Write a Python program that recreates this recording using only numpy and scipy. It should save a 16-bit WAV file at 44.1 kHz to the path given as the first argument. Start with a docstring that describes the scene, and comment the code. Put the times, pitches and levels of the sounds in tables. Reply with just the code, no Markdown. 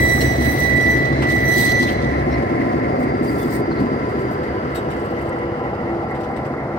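"""Outdoors, close beside a railway curve: a sixteen-cylinder two-stroke diesel locomotive slowly pushes a heavy
railcar past. Its firings pulse through exhaust, block, fans, gears and blower, each with its own swell as it
goes by. For the first two seconds a wheel sticks and slips on the rail, squealing while its flange rasps; later
the flange grinds briefly, the frame thuds and short bursts ring out near 2 kHz. Steel links clink and rigging
knocks over a soft bed of rolling hiss."""
import sys
import numpy as np
from scipy import signal
from scipy.fft import rfft, irfft, next_fast_len
from scipy.io import wavfile
from scipy.ndimage import map_coordinates

SR = 44100
rng = np.random.default_rng(int(sys.argv[2]) if len(sys.argv) > 2 else 0)


def master_out(mix):
    """Clip the mix to full scale and print it as 16-bit PCM to the path in sys.argv[1]."""
    frames = np.transpose(np.atleast_2d(mix))
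    ceiling = np.clip(frames, -1, 1)
    pcm = np.round(ceiling * 32767).astype(np.int16)
    wavfile.write(sys.argv[1], SR, pcm)


N = 298998
TIME = np.arange(N) / SR
CRANK_HZ, SQUEAL_HZ = 4.245, 1967.2

# where the engine sits in the stereo image: t/s, right-ear lag/ms, left over right/dB
ENGINE_BEARING = [(0, 0.4, 0), (2.7, 0.47, 0.3), (4.7, 0.33, 0.3), (5.7, 0.23, .4), (6.78, .12, 0.5)]
# pass-by fader of each part: approaching/dB, abreast/dB, past/dB, t abreast/s, spread/s
PASS_BY = {"exhaust": (-28, -27.5, -33.5, 2.45, 2.2), "exhaust notes": (-26, -19.5, -36.5, 0.4, 2),
           "block": (-22.5, -22.5, -30.5, 3.0, 1.65), "fans": (-25.5, -23, -28, 3, -0.1),
           "gears": (-34.5, -33, -35.5, 3.5, 1.7), "intake": (-30.5, -31.5, -41, 1.77, 2),
           "wheels": (-45, -48.5, -53.5, 3.5, 1.4)}
# tone colours of the engine, from exhaust rumble up to blower breath: f/Hz, relative level/dB
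EXHAUST_EQ = [(25, -34), (36, -35), (46, -13.5), (57, -10.5), (69, -2), (85, -2), (110, 2.5), (145, 1.5),
              (175, -2), (195, -8)]
BLOCK_EQ = [(100, -22.5), (175, -6), (242, 4.5), (301, 0.5), (335, 5.5), (367, -1), (470, -8.5), (610, -28),
            (1030, -120)]
FAN_EQ = [(260, -7), (440, 0), (606, 0), (657, -1), (776, -2.5), (868, -9.5), (930, -17.5), (1210, -16),
          (2050, -120)]
GEAR_EQ = [(880, 2.5), (1050, 2), (1200, 1), (1500, -2), (1800, -10.5)]
INTAKE_EQ = [(1000, -56), (1700, -3), (1850, -1.5), (1950, 2.5), (2070, 2.5), (2180, -3), (2360, -16.5),
             (2700, -25.5), (3510, -86), (5940, -120)]
# pitched core of the exhaust: multiple of the crank rate, relative level/dB
EXHAUST_NOTES = [(16, -11), (17, -12), (22, -12.5), (29, -11), (31, -12.5), (32, -9)]
# engine hums and whines: multiple of the crank rate, far level/dB, abreast level/dB, t/s, spread/s
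ENGINE_ORDERS = [(8.2, -55, -54, 1.0, 2.0), (17, -58, -33, 0.3, 0.77), (15.96, -57, -30, 2.2, 0.4),
                 (29.93, -51, -30.5, 2.05, 0.57), (32, -51, -25.5, 1.2, 0.71),
                 (33.32, -43, -36.5, 2.94, 1.2), (48.9, -41, -38.5, 6.6, 5.7), (79.3, -47, -30, 2.6, 0.62),
                 (79.95, -43.5, -29.5, 5.64, 0.8), (114, -57.5, -39.5, 5.4, 0.64),
                 (317.4, -57, -46, 6.6, 1.2)]
# openings and panels that drone in passing: f/Hz, width/Hz, level/dB, t nearest/s, spread/s
PANEL_DRONES = [(68, 22, -32.5, 2.13, 0.4), (365, 50, -32, 2.4, 0.48), (559, 70, -34.5, 2.07, 0.52),
                (128.5, 43, -33.5, 1.35, 1.1), (257.4, 50, -31, 3.04, 1.07), (401, 56, -28.5, 3.6, 1.24),
                (487.5, 23, -33, 5.1, 2.3), (654, 32, -32, 0.36, 1.4), (721, 64, -30.5, 2.62, 1.2),
                (787, 113, -33.5, 5.98, 0.76), (1005, 17.5, -38.5, 4.35, 3), (1029, 38, -35.5, 2.56, 0.65),
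                (1346.4, 29, -40.5, 3.9, 3.3), (1590, 470, -38.5, 4.54, 0.86), (2100, 210, -53, 2.8, 1.1),
                (2820, 430, -50.5, 5.03, 1.15), (4780, 106, -54, 3.7, 1.87), (4810, 120, -65, 6.24, 0.43)]

# bursts of squeal: t/s, length/s, level/dB
SQUEAL_BURSTS = [(-0.1, 0.24, -17), (0.19, 0.13, -24), (0.385, 0.097, -20.5), (0.57, 0.31, -16.5),
                 (0.87, 0.21, -22), (1.22, 0.16, -18.5), (1.41, 0.39, -17.5), (1.86, 0.065, -35),
                 (2.0, 0.08, -26)]
# the squeal darts between the ears: t/s, left over right/dB
SQUEAL_PAN = [(0.0, -4.5), (0.51, -15), (0.55, 7), (0.67, -19), (0.95, 4), (1.07, -14), (1.33, -1),
              (1.5, -9.5), (2.1, -4)]
# squeal overtones: multiple, clean level/dB, frayed level/dB, left over right/dB
SQUEAL_OVERTONES = [(2, -4.5, -6, 11), (3, -10, -7, 4), (4, -17, -11.5, -5), (5, -17.5, -13.5, -3.5),
                    (6, -17.5, -13.5, 0.5), (7, -15, -10, 4), (8, -10, -22, -26)]
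# the flange bites harder and the squeal turns shrill: t/s, spread/s, overtone drive/dB
FLANGE_BITES = [(0.07, 0.17, -33.5), (0.25, 0.07, -37.5), (0.48, 0.085, -34), (0.62, 0.055, -35),
                (0.79, 0.061, -46), (0.92, 0.036, -39.5), (1.39, 0.12, -46), (1.58, 0.089, -26.5)]
# the slip grows irregular: t/s, fraction by which frayed overtones run sharp, clean overtone trim/dB
SLIP_FRAYING = [(0, 0.008, 3.5), (1.46, 0.0079, -4.5), (1.6, 0.02, -1), (2.1, 0.024, -8)]
# other wheel modes that the rubbing keeps singing: f/Hz, width/Hz, relative level/dB
WHEEL_MODES = [(1970, 6, 4.5), (2190, 81, -6), (3284, 52, -3.5), (4050, 41, 4), (4500, 110, -6),
               (6010, 11, -5)]
# spells of dry grinding: t/s, length/s, level/dB
GRIND_SPELLS = [(-0.1, 0.78, -48.5), (0.68, 0.33, -55), (1.28, 0.043, -40.5), (1.47, 0.46, -45.5),
                (1.56, 0.16, -39), (1.78, 0.014, -43), (1.815, 0.017, -36), (2.985, 0.06, -51.5),
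                (3.222, 0.38, -48.5), (3.38, 0.056, -57), (3.5, 0.055, -43.5)]
# tone colours of steel on rail: f/Hz, relative level/dB
RASP_EQ = [(2500, 1), (3400, 12.5), (4500, 9), (5600, 7), (6800, -3), (9000, -5.5), (12500, -18),
           (16000, -42)]
GRIND_EQ = [(3000, -11), (3800, -10), (4800, -1), (6200, -8.5), (8300, -0.5), (12000, -6), (14300, 2),
            (16000, -6)]
ROLLING_EQ = [(2500, 1.5), (2900, -3.5), (3400, -8.5), (4200, -8), (5000, -9), (5600, -11.5), (6500, -18),
              (8300, -21), (10000, -18.5), (11000, -30), (12500, -30), (15000, -21.5), (16000, -28)]
# chirps of wheel and rail: t/s, f/Hz, width/Hz, spread/s, level/dB
WHEEL_CHIRPS = [(0.09, 7840, 11, 0.24, -43), (0.214, 4130, 81, 0.008, -27.5), (0.22, 5530, 510, .012, -36),
                (0.286, 5920, 84, 0.081, -40), (0.832, 5750, 47, .02, -42), (0.924, 5970, 55, 0.039, -41),
                (1.54, 5980, 27, 0.013, -36), (1.578, 7000, 180, .014, -44), (1.625, 3700, 47, 0.02, -37),
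                (1.635, 8200, 110, .035, -37), (1.68, 4080, 22, 0.17, -40.5), (1.74, 6045, 27, 0.12, -40),
                (1.873, 3650, 140, .012, -40), (1.897, 3210, 110, 0.01, -37),
                (2.332, 5400, 450, 0.024, -48), (2.334, 4050, 400, 0.028, -47.5),
                (3.292, 4750, 110, 0.017, -42.5), (3.405, 10400, 500, 0.024, -52),
                (3.415, 14600, 900, 0.022, -48), (3.418, 3460, 210, 0.03, -48.5),
                (3.555, 15300, 600, .018, -46), (3.562, 8950, 700, 0.015, -47),
                (3.725, 4300, 1000, 0.012, -46), (3.788, 4220, 940, 0.027, -48),
                (4.77, 3760, 44, 0.023, -44.5), (4.772, 7900, 300, 0.022, -47), (6.37, 8200, 400, .01, -56)]

# clinks of the running gear: t/s, lowest mode drive/dB, highest mode drive/dB, decay/s
LINK_HITS = [(0.203, -11, -23, 0.021), (0.436, -24, -33, .023), (1.218, -16, -43, .016),
             (1.297, -18, -41, 0.022), (1.345, -30, -29, 0.013), (1.818, -24, -41, .015),
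             (1.8774, -12, -56, .023), (3.604, -28, -44, .004), (3.795, -31, -46, 0.031),
             (4.085, -43, -51, .03), (4.185, -41, -48, .04), (4.305, -37, -43, .028),
             (4.429, -26, -48, .012), (4.746, -19.5, -35.5, 0.022), (4.9, -24, -50, 0.027),
             (4.962, -36, -48, .012), (5.046, -33, -43, .013), (5.207, -35, -46, .02),
             (5.25, -34, -61, .04), (6.098, -38, -52, .015), (6.144, -28, -62, .023),
             (6.198, -29, -57, 0.02), (6.232, -25, -58, .015), (6.36, -21, -54.5, 0.016),
             (6.447, -27, -51, 0.018)]
# ring of the steel links: f/Hz, width/Hz, relative level/dB
LINK_RING = [(2740, 560, -0.5), (3950, 500, -2.5), (4450, 540, -2.5), (5800, 820, -5.5), (7930, 1340, -3),
             (8460, 880, -19), (10200, 1500, -14), (14000, 2500, -10)]
# jolts to the frame: t/s, drive/dB
FRAME_HITS = [(2.856, -18.5), (3.144, -19.5), (3.808, -11), (3.818, -10.5), (3.855, -16.5)]
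# boom of the frame: f/Hz, width/Hz, relative level/dB
FRAME_RING = [(204.7, 14, -4.5), (255, 30, 9.5), (356, 12, -27)]
# bumps of the rigging: t/s, drive/dB
RIGGING_HITS = [(.447, -28), (1.22, -22.5), (4.752, -30)]
# dull colour of a bump: f/Hz, relative level/dB
KNOCK_EQ = [(450, 0), (700, 6), (1300, 0), (2200, -7), (3000, -12), (6000, -21)]
# short ringing bursts: t/s, level/dB
RING_BURSTS = [(4.44, -35), (4.71, -38), (5.17, -32), (5.31, -31), (5.405, -35.5), (5.535, -39),
               (5.65, -38), (5.785, -34), (5.865, -35), (6.1, -31.5), (6.58, -32.5)]
# ring of the bursts: f/Hz, width/Hz, relative level/dB
BURST_RING = [(1360, 53, -8), (1963, 90, 0), (2083, 99, -5.5)]
# swells of chain rattle: t/s, spread/s, level/dB
CHAIN_SWELLS = [(4.25, 0.27, -62), (5.05, 0.36, -58), (6.3, 0.2, -66)]


def diesel(lope_db=-0.3, lope_at_s=0.01217, chuff_db=4):
    """The crankshaft drives every layer; once a turn the exhaust lopes and the blower chuffs."""
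    turns = np.cumsum(CRANK_HZ * (1 + 0.001496 * drift(1.232))) / SR
    cycle = turns - lope_at_s * CRANK_HZ
    lope = from_db(lope_db * np.cos(2 * np.pi * cycle))
    chuff = from_db(chuff_db * swell((cycle + .5) % 1 - .5, spread=0.14))
    puffs = lope * firings(turns, EXHAUST_EQ, repeat=0.69, throb=1.22, uneven_db=1.5, diffuse=0.012)
    notes = exhaust_notes(cycle)
    block = firings(turns, BLOCK_EQ, repeat=0.58, throb=0.49, uneven_db=2.5, diffuse=0.016)
    fans = firings(turns, FAN_EQ, repeat=0.51, throb=0.096, uneven_db=0.5, diffuse=0.16)
    gears = firings(turns, GEAR_EQ, repeat=0.34, throb=0.22, uneven_db=1.54, diffuse=0.4)
    intake = chuff * firings(turns, INTAKE_EQ, repeat=0.077, throb=0.2, uneven_db=0.8, diffuse=0.93)
    layers = {"exhaust": puffs, "exhaust notes": notes, "block": block, "fans": fans,
              "gears": gears * pan(-0.7), "intake": intake * pan(0.59)}
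    return sum(going_by(part) * layer for part, layer in layers.items()) + engine_tones(turns)


def firings(turns, eq, repeat, throb, uneven_db, diffuse, cylinders=16):
    """Each cylinder fires a noisy pulse of its own strength; part of the texture loops every turn."""
    one_turn = rms_one(irfft(np.exp(2j * np.pi * rng.random(int(SR / CRANK_HZ / 2)))))
    loop = one_turn[(turns % 1 * len(one_turn)).astype(int)]
    noise = np.sqrt(repeat) * loop + np.sqrt(1 - repeat) * rng.standard_normal(N)
    cylinder_db = uneven_db * rms_one(rng.standard_normal(cylinders))
    fired = turns * cylinders
    pulses = from_db(cylinder_db[fired.astype(int) % cylinders]) * np.exp(-throb * (fired % 1))
    return colour(scatter(noise, diffuse) * pulses, eq)


def exhaust_notes(cycle):
    """Neighbouring firing orders beat together once per turn."""
    return sum(from_db(db) * sine(2 * np.pi * order * cycle + 0.7 * drift(7.1))
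               for order, db in EXHAUST_NOTES)


def engine_tones(turns, waver_db=2.5):
    """Firing, blower and gear tones waver, each swelling as its source goes by."""
    out = np.zeros(N)
    for order, far_db, abreast_db, s, spread_s in ENGINE_ORDERS:
        level_db = far_db + (abreast_db - far_db) * swell(TIME - s, spread_s) + waver_db * drift(2.9)
        phase = 2 * np.pi * (order * turns + rng.random()) + 0.34 * drift(1.0)
        out += from_db(level_db) * sine(phase)
    return out


def passing_panels():
    """Openings and panels drone as they come abreast; the high ones sound wider."""
    narrow, wide = shaking(diffuse=0.03), shaking(diffuse=0.64)
    return sum(from_db(db) * swell(TIME - s, spread_s) * singing(narrow if hz < 900 else wide, hz, width)
               for hz, width, db, s, spread_s in PANEL_DRONES)


def wheel_squeal(grinding, contact_ends_s=2.29, fade_s=0.29):
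    """Stick and slip lock onto one wheel mode, which screams until the flange eases off the rail."""
    level_db = to_db(spells(SQUEAL_BURSTS, attack_s=0.049, release_s=0.064))
    side_db, = in_time(SQUEAL_PAN)
    phase = 2 * np.pi * np.cumsum(SQUEAL_HZ + 0.83 * drift(2.17)) / SR
    tone = from_db(level_db + 0.8 * drift(20)) * pan(side_db + 3.0 * drift(14)) * sine(phase)
    slip_phase = phase + .07 * drift(90) + .05 * drift(15)
    friction = shaking(diffuse=0.74)
    overtones = slip_overtones(slip_phase, friction, level_db, grinding)
    contact = np.clip((contact_ends_s - TIME) / fade_s, 0, 1)
    return contact * (tone + overtones + flange_rasp(friction, grinding))


def slip_overtones(slip_phase, friction, tone_db, grinding, stutter_db=3.0):
    """The squeal's shrill edge: uneven slips fray each overtone on its upper side."""
    bites = sum(from_db(db) * swell(TIME - s, spread_s) for s, spread_s, db in FLANGE_BITES)
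    broken_db = 0.15 * np.maximum(to_db(grinding) + 35, 0)  # hard grinding breaks up the regular slip
    edge_db = to_db(from_db(tone_db - 29) + bites) - broken_db
    uneven_slips = friction + 1j * shaking(diffuse=1.0)
    sharp, trim_db = in_time(SLIP_FRAYING)
    frayed_phase = 2 * np.pi * np.cumsum(SQUEAL_HZ * (1 + sharp)) / SR
    out = 0
    for multiple, clean_db, frayed_db, side_db in SQUEAL_OVERTONES:
        ear_phase = rng.uniform(0, 2 * np.pi, (2, 1))
        clean = from_db(clean_db + trim_db) * sine(multiple * slip_phase + ear_phase)
        frayed = from_db(frayed_db) * ragged(uneven_slips, multiple * frayed_phase, width_hz=multiple * 58)
        # low overtones ride the tone itself, high ones the edge of the slip
        follow = 0.56 / (multiple - 1)
        drive_db = follow * (tone_db - 21.5) + (1 - follow) * (edge_db + stutter_db * drift(30))
        out += from_db(drive_db) * pan(side_db) * (clean + frayed)
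    return out


def flange_rasp(friction, grinding):
    """The rubbing flange rasps and sets other wheel modes singing, louder when it grinds."""
    rubbing = from_db(-48.5) + from_db(-5.5) * grinding
    song = sum(from_db(db) * singing(friction, hz, width) for hz, width, db in WHEEL_MODES)
    rasp = colour(friction * from_db(2.4 * drift(120) + 1.53 * drift(29)), RASP_EQ)
    return rubbing * (from_db(-3.5) * song + from_db(3.5) * pan(2.5) * rasp)


def flange_grind(grinding):
    """A gritty scrape: the contact patch wanders, favouring now one ring of the steel, now another."""
    bite = grinding * from_db(drift(40.3) + drift(300))
    friction = shaking(diffuse=1.0)
    rings = sum(from_db(1.9 * drift(25)) * resonate(friction, hz, width_hz=670)
                for hz in np.geomspace(3600, 15000, 10))
    return bite * colour(rms_one(rings) + from_db(-5) * crushed_grit(), GRIND_EQ) * pan(6.9)


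def crushed_grit(grains_per_s=1200, size_db=2.5, pitches=18):
    """Grit cracks under the flange, each grain ringing briefly at one of many pitches; rms 1."""
    cracks = rng.random(N) < grains_per_s / SR
    sizes = from_db(size_db * np.minimum(rng.exponential(1, N), 3))
    grains = cracks * sizes * rng.standard_normal((2, N))
    pitch = rng.integers(0, pitches, N)
    return rms_one(sum(resonate(grains * (pitch == k), hz, width_hz=94)
                       for k, hz in enumerate(np.geomspace(3600, 15000, pitches))))


def wheel_chirps():
    """A wheel catches for an instant and one of its modes flares up, unsteady in pitch."""
    out = np.zeros(N)
    for s, hz, width_hz, spread_s, db in WHEEL_CHIRPS:
        near = np.abs(TIME - s) < .3
        age = TIME[near] - s
        jitter = signal.lfilter([.02], [1, -.98], rng.standard_normal(len(age)))
        wander = np.cumsum(jitter) * np.sqrt(2 * np.pi * width_hz / SR)
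        out[near] += from_db(db) * swell(age, spread_s) * sine(2 * np.pi * hz * age + wander)
    return out * from_db(2.3 * drift(170)) * pan(7.2)


def link_clinks(attack_s=0.0073, grit_db=2.2, variety_db=1.5):
    """Each clink is a short dying chatter of steel on steel, with its own mix of modes."""
    age = TIME[:SR // 3]
    force = np.zeros((len(LINK_RING), N + len(age)))
    treble = np.linspace(0, 1, len(LINK_RING))
    for s, low_db, high_db, decay_s in LINK_HITS:
        envelope = (1 - np.exp(-age / attack_s)) * np.exp(-age / decay_s)
        tilt_db = (1 - treble) * (low_db - 2) + treble * (high_db + 9.5)
        mode_db = tilt_db + variety_db * rng.standard_normal(len(treble))
        force[:, int(s * SR):int(s * SR) + len(age)] += from_db(mode_db)[:, None] * envelope
    chatter = shaking(diffuse=1.0)
    ring = 0
    for k, (hz, width_hz, db) in enumerate(LINK_RING):
        drive = chatter * from_db(grit_db * drift(130)) * force[k, :N]
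        ring += (-1) ** k * from_db(db) * resonate(drive, hz, width_hz)
    return ring * pan(4.8)


def frame_thuds(attack_s=0.0043):
    """Slack runs in and the heavy frame booms."""
    age = TIME[:SR // 2]
    boom = sum(from_db(db) * np.sin(2 * np.pi * hz * age) * np.exp(-np.pi * width_hz * age)
               for hz, width_hz, db in FRAME_RING)
    boom *= 1 - np.exp(-age / attack_s)
    out = np.zeros(N)
    for s, db in FRAME_HITS:
        out[int(s * SR):int(s * SR) + len(age)] += from_db(db) * boom
    return out


def rigging_knocks(attack_s=0.0014):
    """Loose rigging bumps the truck frame with a short, dull clatter."""
    envelope = spells([(s, attack_s, db) for s, db in RIGGING_HITS], attack_s, release_s=0.046)
    return envelope * colour(shaking(diffuse=0.58), KNOCK_EQ)


def ringing_bursts(length_s=0.019):
    """Short bursts ring out near 2 kHz."""
    force = shaking(diffuse=0.6)
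    ring = rms_one(sum(from_db(db) * singing(force, hz, width) for hz, width, db in BURST_RING))
    return ring * spells([(s, length_s, db) for s, db in RING_BURSTS], attack_s=0.006, release_s=0.019)


def rolling_hiss():
    """Wheels rolling on rail lay down a wide, fluttering bed of hiss."""
    flutter = from_db(1.2 * drift(25))
    return going_by("wheels") * flutter * colour(shaking(diffuse=1.0), ROLLING_EQ) * pan(2.3)


def loose_chains(grain_db=6.0):
    """Chains and brake rigging add a soft, grainy rattle under the later clinks."""
    force = shaking(diffuse=1.0)
    ring = sum(from_db(db + grain_db * drift(45)) * resonate(force, hz, width)
               for hz, width, db in LINK_RING)
    envelope = sum(from_db(db) * swell(TIME - s, spread_s) for s, spread_s, db in CHAIN_SWELLS)
    return envelope * rms_one(ring) * pan(4.0)


def going_by(part):
    """Gain of a part as it approaches, comes abreast and moves on."""
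    before_db, abreast_db, after_db, s, spread_s = PASS_BY[part]
    away_db = np.where(TIME < s, before_db, after_db)
    return from_db(away_db + (abreast_db - away_db) * swell(TIME - s, spread_s))


def spells(rows, attack_s, release_s):
    """Envelope of sounds that build, hold and die away."""
    gain = np.zeros(N)
    for s, length_s, db in rows:
        rise = 1 - np.exp(-np.maximum(TIME - s, 0) / attack_s)
        fall = np.exp(-np.clip((TIME - s - length_s) / release_s, 0, 20))
        gain += from_db(db) * rise * fall
    return gain


def swell(offset, spread):
    """A bell-shaped rise and fall around zero."""
    return np.exp(-np.minimum((offset / spread) ** 2, 50))


def in_time(rows):
    """One automation curve for each column after the time."""
    s, *columns = np.transpose(rows)
    return [np.interp(TIME, s, column) for column in columns]


def drift(rate_hz, hop=40):
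    """Smooth random wander; rms about 1."""
    r = np.exp(-2 * np.pi * rate_hz * hop / SR)
    slow = signal.lfilter([1], [1, -2 * r, r * r], rng.standard_normal(N // hop + 2002))[2000:]
    return np.interp(np.arange(N) / hop, np.arange(len(slow)), rms_one(slow))


def colour(x, eq):
    """Shape x with an EQ curve that falls 60 dB an octave past its ends; rms 1."""
    hz, db = np.transpose(eq)
    size = next_fast_len(N)
    octave = np.log2(np.maximum(np.fft.rfftfreq(size, 1 / SR), 1))
    outside = np.abs(octave - np.clip(octave, np.log2(hz[0]), np.log2(hz[-1])))
    gain = from_db(np.interp(octave, np.log2(hz), db) - 60 * outside)
    return rms_one(irfft(rfft(x, size) * gain, size)[..., :N])


def resonate(x, hz, width_hz):
    """One resonance with unit gain at its peak."""
    r = np.exp(-np.pi * width_hz / SR)
    feedback = [1, -2 * r * np.cos(2 * np.pi * hz / SR), r * r]
    return signal.lfilter(np.array([1, 0, -1]) * (1 - r * r) / 2, feedback, x + 1e-18)


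def singing(force, hz, width_hz):
    """A resonance, doubled for steep flanks, kept ringing by a force; rms 1."""
    section = np.concatenate(signal.iirpeak(hz, hz / width_hz, fs=SR))
    return rms_one(signal.sosfilt([section, section], force))


def ragged(force, phase, width_hz):
    """A tone roughened in strength and timing by a complex random force; rms 1."""
    r = np.exp(-np.pi * width_hz / SR)
    wobble = signal.lfilter([1], [1, -2 * r, r * r], force)
    return rms_one(np.real(wobble * np.exp(1j * phase)))


def shaking(diffuse):
    """A random force in stereo: centred at 0, fully wide at 1."""
    return scatter(rng.standard_normal(N), diffuse)


def scatter(direct, share):
    """Blend direct sound with a share of noise that differs between the ears."""
    return np.sqrt(1 - share) * direct + np.sqrt(share) * rng.standard_normal((2, N))


def pan(db):
    """Constant-power gains; positive dB leans left."""
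    gains = from_db(np.array([[.5], [-.5]]) * db)
    return gains / np.sqrt(np.mean(gains ** 2, axis=0))


def delay_right(x, ms):
    """Sound from the left reaches the right ear later."""
    return np.array([x[0], map_coordinates(x[1], [np.arange(N) - ms * SR / 1000], order=3)])


def sine(phase):
    """A pure tone; rms 1."""
    return np.sqrt(2) * np.sin(phase)


def rms_one(x):
    """Scale to unit power."""
    return x / np.sqrt(np.mean(x ** 2) + 1e-20)


def from_db(db):
    """Decibels to gain."""
    return 10 ** (np.asarray(db) / 20)


def to_db(gain):
    """Gain to decibels."""
    return 20 * np.log10(gain + 1e-9)


def scene():
    """The mix: the engine glides from the left towards the centre; the running gear stays left."""
    lag_ms, side_db = in_time(ENGINE_BEARING)
    body = diesel() + ringing_bursts() + passing_panels() + frame_thuds() + rigging_knocks()
    grinding = spells(GRIND_SPELLS, attack_s=0.0082, release_s=0.011)
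    squeal = wheel_squeal(grinding)
    wheels = rolling_hiss() + flange_grind(grinding) + wheel_chirps()
    links = loose_chains() + link_clinks()
    return delay_right(body * pan(side_db) + squeal, lag_ms) + wheels + links


def record(dry, cutoff_hz=15780):
    """A steep low-pass takes off the very top."""
    return signal.sosfilt(signal.ellip(12, .1, 90, cutoff_hz, fs=SR, output="sos"), dry)


dry = scene()
out = record(dry)
master_out(out)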